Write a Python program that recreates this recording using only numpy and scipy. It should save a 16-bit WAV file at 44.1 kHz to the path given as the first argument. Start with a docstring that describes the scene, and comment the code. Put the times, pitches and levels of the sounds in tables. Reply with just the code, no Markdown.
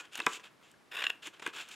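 """Scissors cut a thick book page close to the microphone in a quiet room, while the page rustles faintly.
First the blades scrape along each other and the sheet (filtered grains) and snap shut with a clack
(ringing steel modes and a slap of paper noise over soft thumps and clicks). After a lull they bite again:
fibres crackle, and bursts of tearing make the sheet ring. Last, the scissors are reopened and pushed on,
scraping, knocking and ticking against the page. A weak room tail and a faint stereo smear surround it all."""
import sys
import numpy as np
from scipy import signal
from scipy.fft import rfft, irfft, next_fast_len
from scipy.io import wavfile
from scipy.ndimage import map_coordinates

SR = 44100
rng = np.random.default_rng(int(sys.argv[2]) if len(sys.argv) > 2 else 0)


def int16_out(signal):
    """Quantize to a 16-bit WAV file."""
    q = np.round(np.clip(np.atleast_2d(signal).T, -1, 1) * 32767)
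    wavfile.write(sys.argv[1], SR, q.astype(np.int16))


N = 77175


def amp(db):
    """Turn decibels into a gain."""
    return 10 ** (np.asarray(db) / 20)


def unit(x):
    """Scale to an rms (average strength) of 1."""
    return x / np.sqrt(np.mean(x ** 2) + 1e-20)


def clock():
    """The time of each sample in seconds."""
    return np.arange(N) / SR


def along(points, hz):
    """Read a curve of (hz, value) points, joined on a logarithmic pitch axis."""
    point_hz, value = np.transpose(points)
    return np.interp(np.log(hz + 1), np.log(point_hz + 1), value)


def wobble(rate):
    """A smooth random curve with rate random knots a second."""
    return map_coordinates(rng.standard_normal(N // 50), [clock() * rate], mode="mirror")


def coloured(x, spectrum, tilt_db=0):
    """Filter x to a spectrum shape of unit power, tilted by tilt_db per octave above 1500 Hz."""
    m = 2 * next_fast_len(N // 2 + SR // 8)
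    hz = np.fft.rfftfreq(m, 1 / SR)
    octaves = np.log2(np.maximum(hz, 1500) / 1500)
    gain = unit(amp(along(spectrum, hz) + tilt_db * octaves))
    # folding the cepstrum makes the filter respond only after its input, never before
    cepstrum = irfft(np.log(np.maximum(gain, 1e-6)))
    fold = np.r_[1, np.full(m // 2 - 1, 2), 1, np.zeros(m // 2 - 1)]
    response = np.exp(rfft(cepstrum * fold))
    return irfft(rfft(x, m) * response)[:N]


def grains(rate, spread_db):
    """Tiny impulses of random time, sign and size, about rate a second, with rms 1."""
    hits = rng.random(N) < rate / SR
    signs = rng.choice([-1, 1], N)
    sizes = amp(spread_db * np.clip(rng.standard_normal(N), -2, 2))
    return unit(hits * signs * sizes)


def burst(x, envelope):
    """Shape x so that it carries exactly the energy of the envelope."""
    return unit(x * envelope) * np.sqrt(np.mean(envelope ** 2))


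def stroke(start, length, swell_db, release):
    """Envelope of one movement: quick attack, swelling hold, then a fall of 60 dB per release time."""
    attack_s = 0.011
    t = clock() - start
    attack = np.clip(t / attack_s, 0, 1)
    swell = swell_db * (np.clip(t / length, 0, 1) - .5)
    fall = 60 * np.maximum(t - length, 0) / release
    return attack * amp(swell - fall)


def sliding():
    """Blades rub in dense micro-slips: a papery body, a scrape and a steely hiss on top."""
    # blade strokes: start_s, length_s, level_db, swell_db (over the stroke),
    # body_db and hiss_db (added to the layer's level), release_s (time to fall 60 dB)
    strokes = [(-.01, 0.023, -47.5, -10, 4, 4, .06), (0.015, 0.039, -61, 8, 4.5, -7, 0.15),
               (.112, 0.05, -51.5, 10.5, -3, -3.5, 0.074), (0.17, 0.026, -45, -11, 2.5, -18, 0.061),
               (0.204, 0.075, -53, 0, 0, 0, 0.059), (0.279, .036, -53, -2, 7, 6.5, .024),
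               (0.312, 0.058, -45.5, -1.5, -5.5, 2, 0.064), (0.428, 0.032, -52, 1, 1, -5, 0.11),
               (0.62, 0.089, -64.5, -2.5, 0.5, -1.5, 0.16), (1.218, 0.031, -47.5, 2.5, -4, -4.5, 0.026),
               (1.249, 0.027, -45, 1.5, 0.5, 0.5, 0.066), (1.324, 0.016, -59.5, 6.5, 2, -6.5, 0.26),
               (1.417, 0.0097, -44.5, 3.5, 0.5, -1, 0.034), (1.43, 0.068, -51, -0.5, 1, -7, 0.05),
               (1.526, 0.061, -45, 7.5, 0, -4, 0.053), (1.587, 0.027, -45, 5, -2, -2.5, 0.17),
               (1.668, 0.034, -53.5, 6, 0.5, -4, .04), (1.706, 0.061, -52, -12, -4, 2.5, .05)]
    # sheet rubbed by the blades: pitch_hz, level_db (per Hz, shape only)
    body_colour = [(30, -54), (100, -34), (200, -21.5), (400, -8.5), (620, -11.5), (1150, -7), (1550, -1.5),
                   (2150, -11.5), (3200, -32), (16000, -78)]
    # blades scraping along each other: pitch_hz, level_db (per Hz, shape only)
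    scrape_colour = [(500, -36), (1700, -23.5), (2250, -3.5), (2700, 1), (3400, -2.5), (4400, -14),
                     (6000, -22), (16000, -35)]
    # blades hissing along each other: pitch_hz, level_db (per Hz, shape only)
    hiss_colour = [(2500, -46), (4000, -7), (5200, -5), (6000, -4.5), (7300, 2), (8300, -7), (9300, -12.5),
                   (12000, -17), (16000, -30)]
    body_level_db, scrape_level_db, hiss_level_db = -5.5, -1.5, -8.5
    slips_per_s, slip_spread_db, waver_db = 5000, 4, 1.2

    body, scrape, hiss = np.zeros((3, N))
    for start, length, db, swell_db, body_db, hiss_db, release in strokes:
        envelope = amp(db) * stroke(start, length, swell_db, release)
        body += envelope * amp(body_level_db + body_db)
        scrape += envelope * amp(scrape_level_db)
        hiss += envelope * amp(hiss_level_db + hiss_db)
    waver = amp(waver_db * wobble(140))
    out = np.zeros(N)
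    for level, colour in [(body, body_colour), (scrape, scrape_colour), (hiss, hiss_colour)]:
        slips = grains(slips_per_s, slip_spread_db)
        out += coloured(level * waver * slips, colour)
    return out


def rustling():
    """The held page stirs faintly all the time: sparse grains of wavering strength."""
    # handled page: pitch_hz, level_db (per Hz, shape only)
    page_colour = [(30, -61), (120, -22), (300, 6.5), (600, -8), (1050, 7.5), (1600, 1), (2200, -3),
                   (2900, -8), (5000, -14), (16000, -21)]
    level_db, waver_db = -70.5, 6
    stirring = grains(1500, 6.0) * amp(waver_db * wobble(25.93))
    return amp(level_db) * unit(coloured(stirring, page_colour))


def room_tone():
    """Steady quiet air as filtered noise, in mid (left and right alike) and side (their difference)."""
    # room tone: pitch_hz, level_db (per Hz, shape only)
    air_colour = [(25, -23), (60, -12.5), (130, -1), (300, 1), (800, -4.5), (2100, -8), (6000, -19.5),
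                  (11000, -24.5), (14000, -34), (16000, -63)]
    # how alike left and right are: pitch_hz, likeness (1 = identical)
    likeness = [(30, 0.19), (80, 0.48), (170, 0.18), (400, 0.25), (2000, 0.63), (12000, 1)]
    level_db = -66
    hz = np.fft.rfftfreq(N, 1 / SR)
    turn = np.arccos(np.clip(along(likeness, hz), -1, 1)) / 2
    noise = rfft(rng.standard_normal((2, N)))
    shares = [np.cos(turn), np.sin(turn)]  # mid and side
    air = irfft(noise * amp(along(air_colour, hz)) * shares, N)
    return amp(level_db) * air / np.std(air[0])


def pinging():
    """One resonance of blade or sheet sings out briefly, as the blades catch or the paper snaps."""
    # single resonances of blade or sheet: start_s, level_db, pitch_hz, t60_s (time to fall 60 dB)
    pings = [(0, -44, 1432, 0.092), (0, -39.5, 2460, 0.057), (0.2018, -22.5, 2660, 0.018),
             (0.219, -27.5, 3760, 0.0076), (.741, -48.5, 1610, 0.019), (1.0667, -19, 2780, 0.02),
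             (1.1032, -23.5, 2850, 0.019), (1.4647, -28, 1597, 0.027), (1.4652, -26, 2480, 0.024),
             (1.4766, -29, 2680, .009)]
    attack_s = 0.00038  # time constant
    out = np.zeros(N)
    for start, db, hz, t60 in pings:
        t = np.maximum(clock() - start, 0)
        envelope = amp(db - 60 * t / t60) * (1 - np.exp(-t / attack_s))
        out += envelope * np.sin(2 * np.pi * (hz * t + rng.random()))
    return out


def clicking():
    """An edge catches and lets go: a sharp crack of dense grains that dies away fast."""
    # catching edges: start_s, level_db, t60_s (time to fall 60 dB), tilt_db (per octave)
    catches = [(0.053, -49.5, 0.021, -4), (0.1223, -50, .018, -5.5), (0.1318, -48.5, 0.052, -1),
               (0.1547, -32.5, 0.018, -0.5), (0.175, -43.5, 0.036, 10), (0.19, -39, 0.015, -6),
               (0.192, -36, 0.024, -8.5), (0.201, -28.5, 0.014, -5), (0.2645, -20.5, 0.011, -1.5),
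               (0.3316, -42, .014, -5), (0.397, -49.5, 0.073, -6.5), (.715, -52.5, 0.01, 13),
               (1.2715, -34.5, 0.0085, 0.5), (1.3964, -44.5, 0.046, -6), (1.464, -34.5, 0.016, -0.5),
               (1.474, -34, 0.014, -3), (1.688, -47.5, 0.025, 4)]
    # sound of a catch: pitch_hz, level_db (per Hz, shape only)
    click_colour = [(30, -64), (130, -40), (400, -4), (1200, -4.5), (2800, 7), (4300, -1), (6000, 0.5),
                    (8600, -0.5), (10500, -6.5), (13000, -14.5), (16000, -23.5)]
    out = np.zeros(N)
    for start, db, t60, tilt_db in catches:
        t = clock() - start
        envelope = (t >= 0) * amp(db - 60 * np.maximum(t, 0) / t60)
        out += coloured(burst(grains(12000, 5.2), envelope), click_colour, tilt_db)
    return out


def thumping():
    """The page stack flexes under the harder pushes: a soft thump of a few low modes."""
    # pushes of the blades: start_s, level_db, pitch_hz, t60_s (time to fall 60 dB)
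    pushes = [(0.185, -46, 262, 0.077), (0.2181, -43.5, 340, .045), (.268, -40.5, 206, 0.075),
              (0.304, -47.5, 345, 0.037), (0.372, -45, 350, 0.027), (1.27, -42.5, 310, 0.037),
              (1.461, -35, 375, 0.029), (1.475, -43.5, 305, 0.057), (1.545, -49, 377, 0.048)]
    # ways the stack swings: multiple (of the pitch), level_db (relative)
    stack_modes = [(.58, -16), (.84, -9), (1.001, 3.5), (1.2, -2)]
    attack_s = 0.0016  # time constant
    out = np.zeros(N)
    for start, db, hz, t60 in pushes:
        t = np.maximum(clock() - start, 0)
        envelope = amp(db - 60 * t / t60) * (1 - np.exp(-t / attack_s)) ** 2
        flex = np.zeros(N)
        for multiple, level in stack_modes:
            flex += amp(level) * np.sin(2 * np.pi * (hz * multiple * t + rng.random()))
        out += burst(flex, envelope)
    return out


def knocking():
    """Steel meets steel and rings the scissors; the hand damps them fast and a faint ring lingers."""
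    # the scissors' ring: pitch_hz, level_db (relative), t60_s (before the knock's share)
    blade_modes = [(290, 1, 0.014), (380, -10, 0.042), (464.5, -12, 0.072), (609, -12, 0.038),
                   (773, -12, 0.061), (900, -12.5, 0.075), (1003, -2, 0.076), (1150, -2, 0.045),
                   (1325, -1, 0.046), (1563, 2, 0.035), (1648, 1, 0.038), (2026, 8, 0.021),
                   (2130, -8.5, .05), (2330, -11, 0.017), (2454, 1, 0.035), (2560, -5, 0.025),
                   (2940, -2.5, 0.022), (3330, 0, .016), (3730, -2, 0.014)]
    # knocks: start_s, ring_db, middle_db, treble_db, bass_db (added to those modes),
    # share (ring length as a fraction)
    knocks = [(0.2026, -27, 1.5, -5, 1, 0.53), (0.2659, -15.5, -4.5, -2, 1, 0.89),
              (1.273, -41.5, 2, 5, 1, 0.83), (1.422, -36.5, 2, 6, 9, 0.84), (1.4642, -24, 8, 0, 5, 0.6),
              (1.4754, -33, 7.5, 4, 12, 0.94)]
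    attack_s = 0.0013  # time constant
    after_ring_db, after_ring_s = -37, 0.37  # relative level; time to fall 60 dB, before the share
    phase_scatter, low_cut_hz = .14, 201  # scatter in turns
    out, t = np.zeros(N + SR), np.arange(SR // 4) / SR
    hz, mode_db, t60 = np.transpose(blade_modes)[:, :, None]
    for start, db, middle_db, treble_db, bass_db, share in knocks:
        change_db = np.select([hz > 2200, hz > 1430, hz < 600], [treble_db, middle_db, bass_db])
        gains = amp(mode_db + change_db)
        decay = amp(-60 * t / (t60 * share))
        decay = decay + amp(after_ring_db - 60 * t / (after_ring_s * share))
        # neighbouring modes swing in opposition, give or take the scatter
        phase = np.arange(len(hz))[:, None] / 2 + phase_scatter * rng.standard_normal(hz.shape)
        ring = np.sum(gains * decay * np.sin(2 * np.pi * (hz * t + phase)), axis=0)
        attack = 1 - np.exp(-t / attack_s)
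        out[round(start * SR):][:len(t)] += amp(db) * ring * attack * 2 / np.linalg.norm(gains)
    low_cut = signal.butter(2, low_cut_hz, "highpass", fs=SR, output="sos")
    return signal.sosfilt(low_cut, out[:N])


def slapping_and_cutting():
    """Paper slaps under the hard snaps; in the bite, fibres crackle and tear in bursts that ring the bent sheet."""
    # bursts of paper noise: slaps under the two hard snaps (first two rows), then tearing fibres:
    # centre_s, spread_s (of the bell-shaped burst), level_db, crackle_db (relative to the burst),
    # pitch (of the sheet, as a ratio), tilt_db (per octave)
    paper_bursts = [(0.271, 0.0012, -27, -33, 0.83, -7.5), (1.4649, 0.0015, -29, -18, 0.97, -7.5),
                    (0.919, 0.0035, -45.5, 6.5, 1, 1), (0.946, 0.0074, -48.5, 11, 0.91, -8),
                    (.9702, 0.002, -35, 4.5, 0.98, 2), (.977, 0.0031, -39.5, 3.5, 1.02, -3.5),
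                    (.994, 0.003, -36.5, 0, 1.04, 3), (1.007, 0.0017, -36, 4.5, 1.07, 0.5),
                    (1.0229, 0.0021, -33.5, 0.5, 0.92, 2), (1.0264, 0.0024, -36, -7, 1.01, -.5),
                    (1.0399, 0.0017, -29.5, -9, 1.07, 1), (1.0435, 0.0021, -33, -13, 0.99, -0.5),
                    (1.053, 0.0034, -35.5, -15, 1.016, -2), (1.0684, 0.0015, -25.5, -8, 1.02, 2.5),
                    (1.0999, 0.0019, -35.5, 8, 1, 2), (1.1027, 0.00082, -27, -1.5, 0.97, 1.5)]
    # sheet held between the blades: pitch_hz, level_db (per Hz, shape only)
    sheet_colour = [(80, -71), (250, -28.5), (430, -21), (620, -24), (850, -23), (1100, -6.5), (1280, -16),
                    (1520, 0), (1850, -4.5), (2250, -10), (2780, 2), (3100, -12.5), (3450, -4.5),
                    (3900, -12.5), (4400, -26), (5100, -21.5), (5900, -34), (7000, -21.5), (10000, -56)]
    # fine crackle of the paper: pitch_hz, level_db (per Hz, shape only)
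    crackle_colour = [(40, -34), (200, -7), (450, 12.5), (900, 12.5), (4000, -20.5), (5200, 9), (6000, -8),
                      (7200, -3), (9400, 0.5), (10500, -5.5), (11700, -0.5), (12200, -11), (12900, 1),
                      (13800, -9), (16000, -14)]
    bite_start_s, bite_grow_db, bite_release_s = .915, 4, 0.32  # pressure rises along the bite
    fibres_per_s, cracks_per_s, spread_db = 5000, 1800, 4
    crackle_level_db = -17.5  # applied to all the crackle, of bite and bursts
    chatter = unit(amp(2.5 * wobble(350)))  # rapid unevenness

    def bite(db, end):
        """One layer of fibres breaking all along the bite."""
        envelope = amp(db) * stroke(bite_start_s, end - bite_start_s, bite_grow_db, bite_release_s)
        return envelope * chatter * grains(fibres_per_s, spread_db)

    body = coloured(bite(-44, 1.023), sheet_colour)
    crackle = bite(-39, 1.051)
    paper_grains = grains(fibres_per_s, spread_db)
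    fine_cracks = grains(cracks_per_s, spread_db)
    for centre, spread, db, crackle_db, pitch, tilt_db in paper_bursts:
        envelope = amp(db) * np.exp(-.5 * ((clock() - centre) / spread) ** 2)
        bent_sheet = [(hz * pitch, level) for hz, level in sheet_colour]
        ring = coloured(paper_grains * envelope, bent_sheet, tilt_db)
        body += unit(ring) * np.sqrt(np.mean(envelope ** 2))
        crackle += burst(fine_cracks, envelope * amp(crackle_db))
    return body + amp(crackle_level_db) * coloured(crackle, crackle_colour)


def room(x):
    """A short, weak room tail of fading noise, as mid and side."""
    # fading of the tail: pitch_hz, t60_s (time to fall 60 dB)
    fading = [(150, 0.3), (1000, 0.36), (3000, 0.23), (8000, 0.21), (15000, 0.12)]
    # side part of the tail: pitch_hz, level_db (relative to mid)
    side_level = [(60, -1), (250, -7), (1000, -23), (4000, -15), (14000, -52)]
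    level_db, gap_s = -16, 0.0015
    hz, t, z = signal.stft(rng.standard_normal((2, SR // 2)), SR, nperseg=256)
    width = np.array([np.ones_like(hz), amp(along(side_level, hz))])[:, :, None]
    decay = amp(-60 * t / along(fading, hz)[:, None])
    tail = signal.istft(z * width * decay, SR, nperseg=256)[1]
    # silent for half the gap, then fading in over one gap length
    tail = tail * np.clip(np.arange(tail.shape[1]) / SR / gap_s - .5, 0, 1)
    wet = signal.fftconvolve(x[None], tail / np.linalg.norm(tail[0]), axes=1)[:, :N]
    return amp(level_db) * wet


def stereo_smear(x):
    """A faint, mostly treble smear of the near sounds, opposite in left and right."""
    # colour of the smear: pitch_hz, level_db (shape only)
    smear_colour = [(100, -32), (400, -25), (1200, -15), (3000, 9), (5000, 9), (14000, 6)]
    level_db, fade_s = -34.5, 0.0068  # fade as a time constant
    t = np.arange(SR // 50) / SR
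    fading_noise = rng.standard_normal(len(t)) * np.exp(-t / fade_s)
    smeared = signal.fftconvolve(x, fading_noise / np.linalg.norm(fading_noise))[:N]
    return amp(level_db) * coloured(smeared, smear_colour)


def scene():
    """The scissors almost straight ahead, in the room."""
    balance_db = 0.2  # left up and right down by this much
    near = sliding() + rustling() + pinging() + clicking() + thumping() + knocking()
    near = near + slapping_and_cutting()
    mid, side = room(near) + room_tone()
    mid, side = near + mid, side + stereo_smear(near)
    return np.array([mid + side, mid - side]) * amp([[balance_db], [-balance_db]])


def record(dry):
    """The recorder keeps nothing above its band limit."""
    top_hz = 15850
    m = next_fast_len(N + SR // 4)
    kept = np.fft.rfftfreq(m, 1 / SR) < top_hz
    return irfft(rfft(dry, m) * kept, m)[:, :N]


dry = scene()
out = record(dry)
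int16_out(out)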